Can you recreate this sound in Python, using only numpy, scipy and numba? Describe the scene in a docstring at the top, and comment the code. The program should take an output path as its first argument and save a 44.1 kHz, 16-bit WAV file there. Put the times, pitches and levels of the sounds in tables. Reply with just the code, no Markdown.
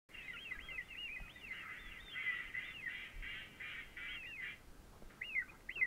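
"""Ducks over a shallow marsh

Arched syrinx whistles overlap, fluted trills and hoarse rasps from chaotically flapping membranes
take over, then come lone whistles. Mud and banks scatter the calls. A small camera hears them;
its plastic case rings near 2 kHz and is bumped now and then. Light wind buffets it over faint hiss."""
import sys
import numpy as np
from scipy import signal
from scipy.fft import rfft, irfft
from scipy.io import wavfile
from scipy.ndimage import uniform_filter1d
from numba import njit

SR = 44100
rng = np.random.default_rng(int(sys.argv[2]) if len(sys.argv) > 2 else 0)


def put_to_file(sound):
    """Save the sound as 16-bit audio at rate SR, in the file named by the first command-line argument."""
    columns = np.atleast_2d(sound).T  # one column per channel
    safe = np.clip(columns, -1, 1)
    whole_steps = np.round(safe * 32767)
    wavfile.write(sys.argv[1], SR, whole_steps.astype(np.int16))


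N = 258548
TIME = np.arange(N) / SR
FREQS = np.arange(N // 2 + 1) * SR / N

# voice spectrum of rasps and flock: f/Hz, gain/dB
VOICE_SPECTRUM = [(900, -35), (1120, -25), (1270, -5), (1390, -8), (1600, -0.5), (2100, 1.5), (2400, -4),
                  (2580, -9.5), (2780, -5), (3000, -8.5), (3200, -5.5), (3380, -18), (3620, -26),
                  (3900, -26), (4600, -51)]


def undb(db):
    """Decibels to gain."""
    return 10 ** (np.asarray(db) / 20)


def unit(x):
    """Scale to rms 1."""
    return x / np.sqrt(np.mean(x ** 2))


def curve(points):
    """Join (t/s, value) points by straight lines."""
    times_s, values = np.transpose(points)
    return np.interp(TIME, times_s, values)


def envelope(start_s, attack_s, length_s, release_s):
    """Rise, hold until length_s after the start, decay."""
    age_s = TIME - start_s
    return np.clip(age_s / attack_s, 0, 1) * np.exp(-np.clip((age_s - length_s) / release_s, 0, 20))


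def wander(rate_hz):
    """Random drift, spread near 1."""
    steps = rng.standard_normal(N // 8)
    return np.interp(TIME * rate_hz, np.arange(len(steps)), steps)


def colour(x, points):
    """Filter by (f/Hz, gain/dB) points, falling away beyond the ends."""
    hz, db = np.transpose(points)
    log_hz = np.log(np.r_[hz[0] / 10, hz, hz[-1] * 2])
    gain_db = np.interp(np.log(FREQS + 1), log_hz, np.r_[db[0] - 20, db, db[-1] - 20])
    return irfft(rfft(x) * undb(gain_db), N)


def resonate(x, hz, width_hz, stages=1):
    """Resonance, gain 1 at the centre."""
    for _ in range(stages):
        x = signal.lfilter(*signal.iirpeak(hz, hz / width_hz, fs=SR), x)
    return x


@njit
def formant(x, hz, width_hz):
    """Moving resonance, gain 1 at the centre."""
    y, band, low = np.empty(len(x)), 0., 0.
    for i in range(len(x)):
        g, damping = np.tan(np.pi * hz[i] / SR), width_hz / hz[i]
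        v = (band + g * (x[i] - low)) / (1 + g * (g + damping))
        band, low = 2 * v - band, low + 2 * g * v
        y[i] = damping * v
    return y


def scatter(x, t60_s):
    """Dense, decaying reflections."""
    tail = rng.standard_normal(SR) * undb(-60 * TIME[:SR] / t60_s)
    return signal.fftconvolve(x, tail / np.linalg.norm(tail))[:N]


def air(level_db=-63, waver_db=1.1):
    """Low, wavering outdoor murmur under smooth hiss."""
    # ambient spectrum: f/Hz, gain/dB
    spectrum = [(41, -28), (70, 0), (118, -1.5), (148, -1.5), (189, -2.5), (272, -4), (318, -5),
                (547, -9.5), (655, -11.5), (860, -13), (1550, -15), (1810, -20), (9010, -26.5),
                (15500, -29.5)]
    noise = unit(colour(rng.standard_normal(N), spectrum))
    low = signal.sosfiltfilt(signal.butter(2, 900, fs=SR, output="sos"), noise)
    return undb(level_db) * (noise - low + low * undb(waver_db * wander(4.5)))


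def wind(breeze_db=-65.5, waver_db=2.5):
    """Eddies press on the microphone: deep, uneven rumble."""
    # gusts: t/s, length/s, level/dB
    gusts = [(0.54, 0.12, -51), (.68, 0.06, -57), (1.055, 0.037, -59), (1.185, 0.036, -52),
             (1.793, 0.12, -56), (1.986, 0.053, -54.5), (2.43, 0.1, -61), (3.122, 0.099, -49),
             (3.244, 0.18, -57), (4.652, 0.038, -50), (4.76, 0.17, -58.5), (5.006, 0.044, -50.5),
             (5.293, 0.044, -62), (5.544, 0.33, -66)]
    gusting = sum(undb(db) * envelope(start_s, .031, length_s, .032) for start_s, length_s, db in gusts)
    strength = np.hypot(gusting, undb(breeze_db + waver_db * wander(6)))
    spectrum = [(12, -5.5), (26, -6), (42, -6), (70, -19.5), (140, -31.5), (400, -52)]
    return strength * unit(colour(rng.standard_normal(N), spectrum))


def bumps(width_share=.61, attack_s=.0011, gain_db=8):
    """Soft, dull contacts with the case and a slosh of water: quick rise, short decay."""
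    # bumps and rubs: t/s, f/Hz, decay/s, relative level/dB
    contacts = [(0.521, 1360, 0.0052, -55), (0.723, 474, 0.037, -68.5), (1.202, 624, 0.0043, -56),
                (1.216, 133, 0.015, -60), (4.944, 890, 0.03, -69), (5.025, 438, 0.0058, -58),
                (5.028, 151.7, 0.01, -56.5), (5.128, 1640, 0.063, -69), (5.486, 1292, 0.023, -69),
                (5.528, 880, 0.025, -67.5), (5.607, 2050, 0.0025, -63.5), (5.792, 367, 0.08, -66.5),
                (5.799, 1240, 0.053, -65.5)]
    out = 0
    for time_s, hz, decay_s, db in contacts:
        rub = unit(resonate(rng.standard_normal(N), hz, hz * width_share, stages=2))
        age_s = np.maximum(TIME - time_s + decay_s / 2, 0)
        out += undb(db + gain_db) * rub * (1 - np.exp(-age_s / attack_s)) * np.exp(-age_s / decay_s)
    return out


def marsh_echo(calls, banks_db=-23, mud_db=-13):
    """Near mud scatters a short tail that rings the case; the banks add a thin, long one."""
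    # case resonances: f/Hz, width/Hz, gain/dB
    case_modes = [(1265, 44, 11.5), (1580, 23, -8), (1970, 470, 11), (2540, 560, -13.5)]
    mud = scatter(calls, t60_s=.081)
    ringing = sum(undb(db) * resonate(mud, hz, width_hz) for hz, width_hz, db in case_modes)
    return undb(banks_db) * scatter(calls, t60_s=.99) + undb(mud_db) * ringing


def flock(count=70, length_s=.19, crest_hz=2600, spread=.23, arch_depth=.32):
    """Far birds whistle arches at random times and pitches; distance smears them."""
    # flock loudness: t/s, level/dB
    levels = [(.1, -62), (1.0, -70), (1.7, -61.5), (2.4, -82), (2.9, -89)]
    out = np.zeros(N + SR)
    along = np.linspace(0, 1, int(length_s * SR))
    contour = 1 - arch_depth + arch_depth * np.sin(np.pi * np.sqrt(along))
    swell = np.sqrt(np.abs(np.sin(np.pi * along)))
    for k, (moment, pitch) in enumerate(rng.random((count, 2))):
        hz = crest_hz * (1 + spread * (2 * pitch - 1)) * contour
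        start = int((k + moment) / count * N)
        out[start:start + len(along)] += swell * np.sin(2 * np.pi * np.cumsum(hz) / SR)
    far = scatter(out[:N], t60_s=.3)
    return undb(curve(levels)) * unit(colour(far, VOICE_SPECTRUM))


def chatter(rough_db=4.5):
    """Ducks mutter roughly through two low throat resonances."""
    # chatter loudness: t/s, level/dB
    levels = [(.1, -77), (.72, -63), (.85, -73.5), (1.45, -73.5), (1.55, -60.5), (1.7, -55), (1.8, -68.5),
              (2.3, -63), (2.9, -75), (4.5, -74.5), (4.8, -78), (5.45, -69.5), (5.86, -77)]
    # throat resonances: f/Hz, width/Hz, gain/dB
    throat_modes = [(1292, 113, -1), (1573, 83, -2)]
    mutter = rng.standard_normal(N) * undb(rough_db * wander(45))
    voice = sum(undb(db) * resonate(mutter, hz, width_hz, stages=2) for hz, width_hz, db in throat_modes)
    return undb(curve(levels)) * unit(voice)


def syrinx_tone(hz, db, jitter, flutter_db, flutter_hz):
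    """Pure tone, trembling in pitch and level."""
    phase = 2 * np.pi * np.cumsum(hz * (1 + jitter * wander(350))) / SR
    return np.sqrt(2) * undb(db + flutter_db * wander(flutter_hz)) * np.sin(phase)


def slides(notes, flutter_db, flutter_hz, jitter=.012):
    """Short syrinx notes, each a straight pitch slide."""
    out = 0
    for start_s, length_s, first_hz, last_hz, db in notes:
        hz = np.interp(TIME, [start_s, start_s + length_s], [first_hz, last_hz])
        tone = syrinx_tone(hz, db, jitter, flutter_db, flutter_hz)
        out += envelope(start_s, .005, length_s, .006) * tone
    return out


def weak_slides():
    """Short, weak slides between and after the whistles; the high ones near 0.53 s and 1.48 s sound an octave
    above a whistle's tail. Half direct, half scattered."""
    # weak slides: t/s, length/s, first f/Hz, last f/Hz, relative level/dB
    notes = [(.128, 0.034, 2900, 2680, -58.5), (.33, 0.025, 1520, 1360, -54),
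             (.525, 0.014, 3900, 3840, -69), (.55, 0.017, 1750, 1610, -48), (1.075, 0.029, 2360, 2350, -51),
             (1.16, .11, 2530, 2504, -55.5), (1.225, 0.056, 1450, 1233, -66),
             (1.355, 0.0083, 2060, 1997, -49.5), (1.48, 0.061, 4450, 3840, -72.5),
             (4.265, 0.028, 3620, 3760, -72), (4.425, 0.018, 1890, 1754, -45.5),
             (5.419, 0.0084, 1540, 1517, -40.5)]
    tones = slides(notes, flutter_db=3.2, flutter_hz=100)
    return .6 * (tones + scatter(tones, t60_s=.1))


def trills():
    """Fluted notes near 2 kHz with a fast, uneven flutter."""
    # fluted notes: t/s, length/s, first f/Hz, last f/Hz, level/dB
    notes = [(.685, 0.023, 2156, 2053, -48), (.9, 0.022, 2100, 2094, -54.5), (2.15, 0.1, 1970, 2130, -51.5),
             (2.25, 0.0801, 2034, 1954, -42.5), (2.345, 0.076, 1943, 1990, -50),
             (2.538, 0.015, 1947, 1976, -43), (2.566, 0.024, 2050, 2027, -44.5),
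             (2.6, 0.081, 2016, 1970, -57.5), (2.856, 0.0264, 2013, 1838, -41.5),
             (2.89, 0.066, 1997, 2000, -55)]
    return slides(notes, flutter_db=2.8, flutter_hz=170)


def membrane(bill_db, low_hz=1000, spacing_hz=72, stray_hz=45, swell_db=5, count=42):
    """Chaotic syrinx: unrelated tones swell and stray, all sharpening as the bill opens."""
    clock_s = np.cumsum(np.exp(.007 * bill_db + .007 * wander(150))) / SR
    out = 0
    for k, (place, offset) in enumerate(rng.random((count, 2))):
        hz = low_hz + spacing_hz * (k + place)
        cycles = hz * clock_s + np.cumsum(stray_hz * wander(28)) / SR + offset
        out += undb(swell_db * wander(30)) * np.sin(2 * np.pi * cycles)
    return unit(out)


def rasp_effort(shut_db=-9, far_bill_db=3, opening_s=.045, fade_db_per_s=8):
    """Level and bill opening in dB: each call fades as the bill opens; the loudest sets the colour."""
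    # hoarse calls: t/s, attack/s, length/s, release/s, level/dB, widest bill as treble gain/dB
    calls = [(1.497, 0.032, 0.12, 0.059, -51.5, -3.5), (1.671, .02, .11, 0.044, -51.5, -11),
             (1.829, .03, .14, .02, -56, -1), (2.127, 0.042, 0.27, .1, -47, 1.5),
             (2.538, 0.011, 0.17, 0.025, -49.5, 2), (2.866, .03, 0.2, 0.037, -50, 8.5),
             (3.221, 0.0052, .19, 0.0536, -48, 7.5), (3.598, .006, 0.21, 0.037, -47.5, 3.5),
             (3.965, 0.0056, 0.19, 0.023, -48, 2), (4.39, 0.037, .12, 0.03, -47, 1)]
    # bed of far rasps: t/s, level/dB
    far_levels = [(.1, -74), (.15, -59), (.6, -67), (1.15, -68.5), (2.4, -63), (3.2, -62), (3.9, -64.5),
                  (4.3, -69.5), (4.7, -90.5), (5.1, -77), (5.86, -108)]
    power = undb(curve(far_levels)) ** 2
    weighted_bill = power * far_bill_db
    for start_s, attack_s, length_s, release_s, db, open_db in calls:
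        age_s = np.maximum(TIME - start_s, 0)
        strength = undb(db - fade_db_per_s * age_s) * envelope(start_s, attack_s, length_s, release_s)
        bill_db = open_db + (shut_db - open_db) * np.exp(-age_s / opening_s)
        power += strength ** 2
        weighted_bill += strength ** 2 * bill_db
    return 10 * np.log10(power), weighted_bill / power


def rasps(nasal_hz=2150, nasal_db=-6, rise_hz_per_db=24, treble_db=2):
    """Dense rasp; the opening bill raises the nasal resonance and lets out treble."""
    db, bill_db = rasp_effort()
    voice = unit(colour(membrane(bill_db) + .6 * rng.standard_normal(N), VOICE_SPECTRUM))
    throat = signal.sosfiltfilt(signal.butter(5, 2500, fs=SR, output="sos"), voice)
    nasal = formant(voice, nasal_hz + rise_hz_per_db * bill_db, width_hz=380.)
    call = throat + undb(nasal_db - bill_db / 2) * nasal + undb(bill_db + treble_db) * (voice - throat)
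    # steady air pressure holds the membrane's swing nearly even
    swing = np.sqrt(signal.fftconvolve(call ** 2, np.hanning(SR // 70), "same"))
    return undb(db) * unit(call / swing ** .7)


def arch(start_s, crest_hz, crest_s, glide_s, tail_s, tail_hz, crest_db, glide_db, tail_db):
    """Pitch and level of a whistle: quick rise, sagging crest, break to a glide, break to a tail."""
    onset_hz, glide_end_hz, break_s = 1568, 2450, .004
    rise_hz_per_s, sink_hz_per_s, fade_db_per_s = 52000, 5250, 71
    flare_hz, flare_width_hz, flare_db = 2094, 94, 9.5
    age_s = np.clip(TIME - start_s, 0, crest_s + glide_s + tail_s)

    rise_s = crest_hz / rise_hz_per_s
    rise_hz = onset_hz + (crest_hz - onset_hz) * (1 - np.maximum(1 - age_s / rise_s, 0) ** 2.4)
    sag = 1 - .0333 * (np.maximum(age_s - rise_s, 0) / .05) ** 1.5
    knots_hz = [onset_hz, flare_hz, flare_hz + 2 * flare_width_hz, (flare_hz + crest_hz) / 2, crest_hz]
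    knots_db = [tail_db - 9, tail_db - 2.5, glide_db - 5.5, glide_db - 5.5, crest_db]
    rise_db = np.interp(rise_hz, knots_hz, knots_db)

    along = (age_s - crest_s) / glide_s
    glide_start_hz = 1750 + .33 * crest_hz
    glide_hz = glide_start_hz + (glide_end_hz - glide_start_hz) * along

    tail_age_s = age_s - crest_s - glide_s
    stages = [age_s < crest_s, tail_age_s < 0]
    hz = np.select(stages, [rise_hz * sag, glide_hz], tail_hz - sink_hz_per_s * tail_age_s)
    db = np.select(stages, [rise_db, glide_db + 3 * (along - .5)], tail_db - fade_db_per_s * tail_age_s)
    hz, db = (uniform_filter1d(track, int(break_s * SR) + 1) for track in (hz, db))
    # the tone flares as it crosses the main resonance
    return hz, db + flare_db / (1 + ((hz - flare_hz) / flare_width_hz) ** 2)


def whistles(clear_db=-.73, smear_db=-6, edge_s=.003):
    """Arched syrinx tones; weaker birds sound more broken and scattered."""
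    # whistles: t/s, crest f/Hz, rise and crest/s, glide/s, tail/s, tail f/Hz,
    # relative level/dB of crest, glide, tail
    calls = [(0.144, 2830, 0.048, 0.088, 0.057, 2147, -53, -59, -53),
             (0.193, 3900, 0.14, 0.062, .005, 2200, -74, -54, -74),
             (0.361, 3226, 0.086, 0.061, 0.03, 2090, -52.5, -51, -49),
             (0.584, 3280, 0.12, 0.076, 0.034, 2063, -56, -51.5, -48.5),
             (0.795, 3530, 0.09, 0.072, 0.0062, 2200, -78, -57.5, -62),
             (0.946, 2875, 0.13, 0.0046, 0.022, 2450, -48, -51, -53.5),
             (1.077, 2490, 0.056, 0.028, 0.025, 2060, -49.5, -49, -57.5),
             (1.276, 3680, .135, .071, 0.038, 2226, -65.5, -56, -51),
             (1.502, 2900, 0.097, 0.053, 0.055, 2200, -56, -62, -54.5),
             (1.743, 3580, .16, 0.045, 0.053, 2162, -63, -63, -54),
             (1.96, 3700, 0.17, 0.024, 0.0056, 2170, -59.5, -60, -74),
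             (2.076, 3190, 0.078, .04, 0.033, 2290, -50, -57.5, -53.5),
             (2.446, 2925, 0.047, 0.00751, 0.012, 2055, -57.5, -57, -54.5),
             (2.603, 3610, .135, .079, 0.03, 2160, -62.5, -52.5, -52),
             (4.061, 3254, 0.1, 0.093, 0.07, 2040, -51, -52, -56),
             (4.228, 2806, 0.098, 0.043, 0.11, 2210, -55.5, -52, -52.5),
             (5.21, 2860, 0.084, 0.057, 0.069, 2200, -50, -47.5, -42),
             (5.462, 2520, 0.036, 0.0081, 0.0081, 2130, -58, -58, -66),
             (5.687, 3190, .069, .056, 0.043, 2123, -59, -45.5, -40.5)]
    clear, smeared = 0, 0
    for call in calls:
        start_s, _, crest_s, glide_s, tail_s, _, *levels_db = call
        weakness = np.clip((-42 - np.mean(levels_db)) / 18, .15, 1)
        tone = syrinx_tone(*arch(*call), jitter=.012 * weakness, flutter_db=3.8 * weakness, flutter_hz=100)
        tone *= envelope(start_s, edge_s, crest_s + glide_s + tail_s, edge_s)
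        clear += (1 - weakness ** 2 / 4) * tone
        smeared += weakness ** 2 * tone
    return undb(clear_db) * clear + undb(smear_db) * scatter(smeared, t60_s=.037)


def scene():
    """Birds and their echo, with handling, wind and air; mono."""
    calls = whistles() + weak_slides() + trills() + rasps() + chatter() + flock()
    return (calls + marsh_echo(calls) + bumps() + wind() + air())[None]


def record(dry):
    """The camera opens its microphone after a moment and cuts the top."""
    start_s, top_hz = .088, 15700
    opened = np.clip((TIME - start_s) * SR / 128, 0, 1)
    return signal.sosfilt(signal.ellip(10, .2, 70, top_hz, fs=SR, output="sos"), dry * opened)


dry = scene()
out = record(dry)
put_to_file(out)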